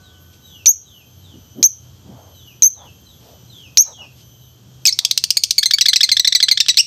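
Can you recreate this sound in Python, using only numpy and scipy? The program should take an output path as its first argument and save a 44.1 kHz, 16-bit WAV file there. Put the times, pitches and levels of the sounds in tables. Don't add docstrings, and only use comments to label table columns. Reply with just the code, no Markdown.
import sys
import numpy as np
from scipy import signal
from scipy.fft import rfft, irfft
from scipy.io import wavfile

SR = 44100
rng = np.random.default_rng(int(sys.argv[2]) if len(sys.argv) > 2 else 0)


def materialize(psi):
    bounded = np.clip(np.atleast_2d(psi).T, -1, 1)
    quanta = np.round(bounded * 32767).astype(np.int16)
    wavfile.write(sys.argv[1], SR, quanta)


N = 302526
TIME = np.arange(N) / SR
PROGRESS = np.linspace(0, 1, 13)
# f/Hz, relative level/dB
THROAT = [(1400, -13), (2000, -17.5), (2700, -13), (3500, -2.5), (4400, -5), (5900, -6.5), (7000, -16.5),
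          (8200, -11), (9800, -31.5), (11500, -25), (12800, -13), (14000, -30), (16500, -54)]


def lovebird():
    # t/s, start f/Hz, rasp length/s, roughness 0-1, rasp level/dB,
    # whistle length/s, lowest f/Hz, top f/Hz, whistle level/dB (both levels relative)
    chirps = [(0.6584, 6540, 0.0082, 0.87, -8, 0.05, 5690, 6640, 4.5),
              (1.6278, 4390, 0.011, 0.33, -5, 0.031, 5820, 6450, 3.5),
              (2.622, 6040, .009, 0.28, 0.5, .048, 5878, 6426, 3),
              (3.7721, 4120, 0.0083, 0.6, 1.5, 0.044, 5457, 6590, 4.5)]
    # t/s, f/Hz, relative level/dB, rasp 0-1
    squawks = [
        [(4.8538, 2550, -0.5, 1), (4.862, 2483, -8, 1), (4.8645, 5300, 2, 0.1), (4.868, 6800, -13.5, 0.34),
         (4.872, 6280, 3.5, 0.2), (4.878, 2346, -10.5, 0.4), (4.881, 2298, 1, 0), (4.896, 2047, -7, 0.37),
         (4.898, 2040, -16, .2)],
        [(6.7712, 2000, 1.5, 0), (6.775, 2253, -2, 0), (6.780, 1712, -2, 0), (6.7815, 3146, -13, .2),
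         (6.787, 2363, 1, 0.1), (6.799, 2900, -2.5, 0), (6.809, 2792, -1, 0), (6.812, 2760, -26, .5)],
    ]
    pip = note(4.9257, length=0.0073, pitch=5020 * (1 + 0.12 * PROGRESS), db=-2 - 9.5 * PROGRESS ** .5)
    ticks, upbeats, downbeats = trill_contours()
    return (sing([chirp_contour(*row) for row in chirps] + [pip], whistle_voice, gain_db=0.5, snap_db=-5)
            + sing(squawks, reedy_voice, gain_db=1, snap_db=-38, tilt_db=1)
            + sing(ticks, reedy_voice, gain_db=-0.5, snap_db=5.5, tilt_db=2, jitter=0.036)
            + sing(upbeats, reedy_voice, gain_db=5, snap_db=-5, tilt_db=-3)
            + sing(downbeats, reedy_voice, gain_db=7.5, snap_db=-0.5, tilt_db=0, jitter=0.025))


def chirp_contour(s, start_hz, rasp_s, roughness, rasp_db, whistle_s, low_hz, top_hz, whistle_db):
    rasp_hz, scoop_s, break_s, dip_s = 6516, .0022, 0.00089, 0.0043
    clear_s = s + rasp_s + break_s
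    opening = [(s, start_hz, rasp_db, roughness), (s + scoop_s, rasp_hz, rasp_db, roughness),
               (s + rasp_s, rasp_hz, rasp_db - 10, roughness), (clear_s, rasp_hz, whistle_db, 0)]
    climb = top_hz - (top_hz - low_hz) * (1 - PROGRESS) ** 2
    whistle = note(clear_s + dip_s, whistle_s - dip_s, climb, whistle_db - 10.5 * PROGRESS ** 2)
    return np.vstack([opening, whistle])


def trill_contours(settle_s=.0042):
    # t/s, length/s, start f/Hz, rise as a share of the pitch, relative level/dB
    tick_notes = [(4.9893, 0.0032, 1726, 0.41, 3), (5.0492, 0.0048, 2263, 0.63, 2),
                  (5.111, 0.0044, 1816, 0.33, 1.5), (5.176, 0.0038, 1804, 0.76, 3),
                  (5.239, 0.0032, 2170, 0.49, 2), (5.3045, 0.0052, 2230, 0.41, 4),
                  (5.3698, 0.0079, 2110, .14, 4), (5.4356, .006, 2010, 0.63, 3.5),
                  (5.5076, 0.0051, 1956, 0.59, 3), (6.6843, 0.0022, 1770, 0.27, 2)]
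    upbeat_notes = [(5.629, 0.0086, 1644, 0.52, -9.5), (5.7088, 0.006, 1590, 0.54, -9),
                    (5.7846, 0.0035, 1550, 0.33, -9.5), (5.8567, 0.01, 1672, 0.5, -6.5),
                    (5.9315, 0.0076, 1620, 0.49, -5.5), (6.0067, 0.0093, 1651, 0.27, -6.5),
                    (6.0903, 0.0056, 1537, 0.5, -11.5), (6.1673, 0.0066, 1716, 0.22, -7.5),
                    (6.2464, 0.0085, 1757, 0.22, -5.5), (6.3235, 0.0064, 1770.0, 0.33, -6.5),
                    (6.4018, 0.0057, 1576, 0.42, -7.5), (6.4836, 0.0082, 1560, 0.63, -8),
                    (6.5736, 0.0056, 1640, 0.44, -7), (6.6618, 0.0031, 1510, 0.46, -18),
                    (6.7437, 0.0011, 1910, 0.045, -15)]
    # t/s, length/s, start f/Hz, settled f/Hz, relative level/dB
    downbeat_notes = [(5.581, 0.016, 2372, 2156, -6), (5.6578, 0.014, 2037, 2073, -8),
                      (5.7361, 0.013, 2300.0, 2287, -5.5), (5.81, 0.018, 3054, 1940.0, -6),
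                      (5.8843, 0.019, 2346, 2033, -6), (5.9594, 0.015, 2880, 1954, -6),
                      (6.0314, 0.023, 2620, 2064, -7.5), (6.1163, 0.021, 2445, 2037, -8.5),
                      (6.196, 0.013, 2157, 1933, -5.5), (6.274, 0.015, 2326, 1918, -6.5),
                      (6.3501, 0.023, 2430.0, 1987, -5), (6.427, 0.022, 2297, 2007, -7.0),
                      (6.5129, 0.022, 2400, 2078, -6), (6.6025, 0.017, 2960, 1806, -6.5),
                      (6.689, 0.027, 3067, 1937, -7.5)]
    u = PROGRESS
    ticks = [note(s, length, hz * (1 + rise * u ** 1.5), db - 5 * u ** 2, rasp=0.11)
             for s, length, hz, rise, db in tick_notes]
    upbeats = [note(s, length, hz * (1 + rise * u ** 2.38), db - 5.5 * (2 * u - 1) ** 2, rasp=0.099)
               for s, length, hz, rise, db in upbeat_notes]
    downbeats = []
    for s, length, start_hz, rest_hz, db in downbeat_notes:
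        pitch = rest_hz + (start_hz - rest_hz) * np.exp(-(length * u / settle_s) ** 1.51)
        downbeats.append(note(s, length, pitch, db - 15 * u ** 2.94, rasp=0.067))
    return ticks, upbeats, downbeats


def note(s, length, pitch, db, rasp=0, release_s=0.00081, release_db=5.5):
    contour = np.column_stack(np.broadcast_arrays(s + length * PROGRESS, pitch, db, rasp))
    return np.vstack([contour, contour[-1] + [release_s, 0, -release_db, 0]])


def gesture(contour, edge_s=0.00037):
    s, pitch, db, rasp = np.transpose(contour)
    t = np.arange(s[0], max(s[-1], s[0] + .001), 1 / SR)
    gate = np.clip(np.minimum(t - t[0], t[-1] - t) / edge_s, 0, 1)
    return np.interp(t, s, pitch), gate * from_db(np.interp(t, s, db)), np.interp(t, s, rasp)


def sing(contours, voice, gain_db, snap_db, **colour):
    out = np.zeros(N)
    for contour in contours:
        s, _, db, _ = contour[0]
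        add(out, s, voice(contour, **colour))
        add(out, s, from_db(db + snap_db) * membrane_click())
    return from_db(gain_db) * out


def whistle_voice(contour, second_hz=2400, jitter=.004, rasp_jitter=0.092):
    pitch, envelope, rasp = gesture(contour)
    n, rasp = len(pitch), np.where(rasp > .1, rasp, 0)
    phase = phase_of(pitch * (1 + (jitter + rasp_jitter * rasp) * drift(2500, n)))
    second = np.sin(phase_of(second_hz * (1 + 0.013 * drift(1000, n))))
    octave = from_db(-13 + at_hz(THROAT, 2 * pitch) - at_hz(THROAT, 12700) + 2 * drift(270, n))
    whistle = np.sin(phase) + (1 - .7 * rasp) * octave * np.sin(2 * phase)
    rattle = band(rasp * second * (1.03 * np.sin(phase) + from_db(-11)), 2300, 5500)
    return envelope * (whistle + rattle)


def reedy_voice(contour, tilt_db, jitter=0.023, shimmer=0.11):
    # t/s, resonance scale, relative level above 10 kHz/dB
    neck = [(4.85, 1.008, -4), (5.5, 1.068, -1), (5.649, 1.033, 2), (5.998, 0.98, -7.5), (6.7, 0.96, -7.5),
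            (6.86, 1, 1)]
    times, scales, tops_db = np.transpose(neck)
    scale, top_db = np.interp(contour[0][0], times, scales), np.interp(contour[0][0], times, tops_db)
    pitch, envelope, rasp = gesture(contour)
    n, k = len(pitch), np.arange(1, 9)[:, None]
    hz = k * pitch
    phase = phase_of(pitch * (1 + jitter * drift(1987, n)))
    throat_db = at_hz(THROAT, hz / scale) + top_db * (hz > 10000)
    contrast = 1.5 - rasp * (k <= 3)
    gains = from_db(throat_db * contrast + tilt_db * np.log2(k)) * (hz < SR / 2)
    voice = np.sum(gains * np.sin(k * phase), axis=0) / np.linalg.norm(gains, axis=0)
    hiss = from_db(-26 + top_db) * band(rng.standard_normal(n), 3500, 13000)
    return envelope * (voice * (1 + shimmer * drift(1800, n)) + hiss)


def membrane_click(n=600, decay_s=0.00029):
    return from_db(-9) * band(rng.standard_normal(n), 1300, 9000) * np.exp(-TIME[:n] / decay_s)


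def early_echoes(x):
    delays = [.00236, .00295, .00347]
    levels = [-15, -22, -16]
    return sum(from_db(db) * np.interp(TIME - s, TIME, x, left=0) for s, db in zip(delays, levels))


def reverberation(x, t60_s, delay_s, band_hz):
    t = TIME[:SR // 2]
    response = rng.standard_normal(len(t)) * from_db(-60 * t / t60_s) * (t > delay_s)
    return signal.fftconvolve(x, band(response / np.linalg.norm(response), *band_hz))[:N]


def feathers():
    # t/s, length/s, level/dB
    rustles = [(0.317, 0.057, -53), (1.936, 0.042, -67), (3.166, 0.21, -54), (3.543, 0.11, -56),
               (4.151, .1, -51.5)]
    out = np.zeros(N)
    for s, length, db in rustles:
        crinkle = rng.standard_normal(SR) * from_db(2 * drift(262, SR))
        add(out, s, swell(band(crinkle, 2550, 6400), length, db))
    return out


def far_bird(spread=0.02, waver=.024):
    # t/s, length/s, relative level/dB
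    whistles = [(.01, 0.15, -52.5), (0.417, 0.22, -47.5), (0.825, 0.21, -49.5), (1.21, 0.15, -51.5),
                (2.329, 0.21, -47.5), (2.725, 0.19, -48.5), (3.042, .11, -53), (3.47, 0.22, -43.5),
                (3.853, 0.21, -39), (4.39, 0.077, -57.5)]
    # t/s from the onset, f/Hz
    slide = [(0, 4090), (.045, 3860), (.09, 3293), (.14, 2976), (.185, 2620), (.22, 2364)]
    out = np.zeros(N)
    for s, length, db in whistles:
        n = int(length * SR)
        pitch = np.interp(TIME[:n], *np.transpose(slide)) * (1 + spread * rng.uniform(-1, 1))
        phase = phase_of(pitch * (1 + waver * drift(45, n) + 0.0066 * drift(530, n)))
        swell_db = np.linspace(-3, 0, n) + 4 * np.sin(np.linspace(0, np.pi, n))
        envelope = from_db(db + swell_db + 4 * drift(60, n)) * signal.windows.tukey(n, .15)
        add(out, s, envelope * (np.sin(phase) + from_db(-15) * np.sin(2 * phase)))
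    return out


def insects(sag_per_s=0.062, flicker_db=3):
    # first note t/s, period/s, length/s, start f/Hz
    singers = [(.1, 0.658, .6, 3197), (0.334, 0.944, .5, 3058)]
    out = np.zeros(N)
    for first_s, period, length, hz in singers:
        n = int(length * SR)
        for s in np.arange(first_s, TIME[-1], period):
            phase = phase_of(hz * (1 - sag_per_s * TIME[:n] + 0.0016 * drift(450, n)))
            tone = sum(from_db(db + flicker_db * drift(32, n)) * np.sin(k * phase)
                       for k, db in ((1, -60), (2, -58), (4, -58)))
            add(out, s, signal.windows.tukey(n, .6) * tone)
    return out


def bumps(edge_ratio=1.4):
    # t/s, length/s, centre f/Hz, level/dB
    events = [(1.314, 0.097, 214, -44), (1.546, 0.099, 252, -33.5), (2.03, .15, 167.4, -38.5),
              (2.018, 0.35, 643, -48.5), (2.747, .15, 750, -44.5), (3.184, 0.22, 566, -50),
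              (3.842, 0.065, 990, -42.5), (3.855, 0.093, 680, -40.5), (3.96, .12, 770, -47.5),
              (4.58, 0.18, 156, -50.5), (4.97, 0.13, 820, -48)]
    out = np.zeros(N)
    for s, length, hz, db in events:
        noise = band(rng.standard_normal(SR), hz / edge_ratio, hz * edge_ratio)
        add(out, s, swell(noise, length, db))
    return out


def faint_ring():
    # f/Hz, starting level/dB, t60/s
    modes = [(1503, -54.5, 3.3), (1190, -66, 6), (1141, -62.5, 2), (736, -64.5, 2.8)]
    return sum(from_db(db - 60 * TIME / t60) * np.sin(2 * np.pi * hz * TIME) for hz, db, t60 in modes)


def room_tone(air_db=-48.5):
    # f/Hz, relative level/dB
    air_spectrum = [(18, -67.5), (30, -52.5), (66, -1.5), (121, -2.5), (245, -12.5), (512, -19.5),
                    (1040, -26.5), (1500, -27.5), (2120, -35.5), (3060, -26.5), (5310, -28), (6210, -23.5),
                    (10500, -46.5), (12300, -39), (16000, -56)]
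    hum_tones = [88.5, 123.4]
    # t/s, lower tone level/dB, upper tone level/dB
    hum_course = [(0, -46, -60.5), (1.399, -48.5, -53.5), (2, -50.5, -46.5), (4, -62, -51),
                  (4.9, -54, -47.5), (6.86, -83, -56)]
    hz = np.fft.rfftfreq(N, 1 / SR)
    air = irfft(rfft(rng.standard_normal(N)) * from_db(at_hz(air_spectrum, hz)), N)
    out = from_db(air_db + drift(3.8, N)) * air / air.std()
    times, *levels = np.transpose(hum_course)
    for hum_hz, db in zip(hum_tones, levels):
        envelope = from_db(np.interp(TIME, times, db)) * (1 + .5 * drift(7, N))
        out += envelope * np.sin(2 * np.pi * hum_hz * TIME + 1.3 * drift(9.2, N))
    for centre_hz, db in ((12500, -65), (3200, -62)):
        hiss = band(rng.standard_normal(N), centre_hz * .96, centre_hz * 1.04)
        out += from_db(db) * hiss / hiss.std()
    return out


def from_db(db):
    return 10 ** (np.asarray(db) / 20)


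def at_hz(spectrum, hz):
    f, db = np.transpose(spectrum)
    return np.interp(np.log(np.maximum(hz, 1)), np.log(f), db)


def phase_of(hz):
    return 2 * np.pi * np.cumsum(hz) / SR


def band(x, low_hz, high_hz):
    return signal.sosfilt(signal.butter(2, [low_hz, high_hz], "band", fs=SR, output="sos"), x)


def drift(rate_hz, n):
    knots = rng.standard_normal(2000)
    return np.interp(np.arange(n) * rate_hz / SR, np.arange(len(knots)), knots)


def swell(noise, length, db):
    n = int(length * SR)
    return from_db(db) * noise[:n] / noise.std() * np.sin(np.linspace(0, np.pi, n))


def add(out, s, sound):
    at = round(s * SR)
    out[at:at + len(sound)] += sound[:max(N - at, 0)]


def scene(close_db=2.5):
    bird, far = lovebird(), far_bird()
    cage = from_db(-11) * reverberation(bird, t60_s=0.052, delay_s=0.0038, band_hz=(3000, 15000))
    room = from_db(-20.5) * reverberation(bird, t60_s=0.27, delay_s=0.016, band_hz=(1400, 10000))
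    far_room = from_db(-2) * reverberation(far, t60_s=0.27, delay_s=0.002, band_hz=(1500, 12000))
    near = from_db(close_db) * (bird + early_echoes(bird) + cage + room) + feathers()
    background = from_db(-6) * far + far_room + insects() + bumps() + faint_ring() + room_tone()
    return (near + background)[None]


def record(dry, ceiling_db=.5, attack_s=.0015, release_db_per_s=45, low_cut_hz=45, stop_hz=16300):
    over_db = np.maximum(20 * np.log10(np.abs(dry[0]) + 1e-9) - ceiling_db, 0)
    held_db = np.maximum.accumulate(over_db + release_db_per_s * TIME) - release_db_per_s * TIME
    pole = np.exp(-1 / (attack_s * SR))
    limited = dry * from_db(-signal.lfilter([1 - pole], [1, -pole], held_db))
    oversampled = signal.resample_poly(limited, 4, 1, axis=1)
    clipped = signal.resample_poly(np.clip(oversampled, -.84, .84), 1, 4, axis=1)
    thinned = signal.sosfilt(signal.butter(2, low_cut_hz, "high", fs=SR, output="sos"), clipped)
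    return signal.sosfilt(signal.cheby2(14, 60, stop_hz, fs=SR, output="sos"), thinned)


dry = scene()
out = record(dry)
materialize(out)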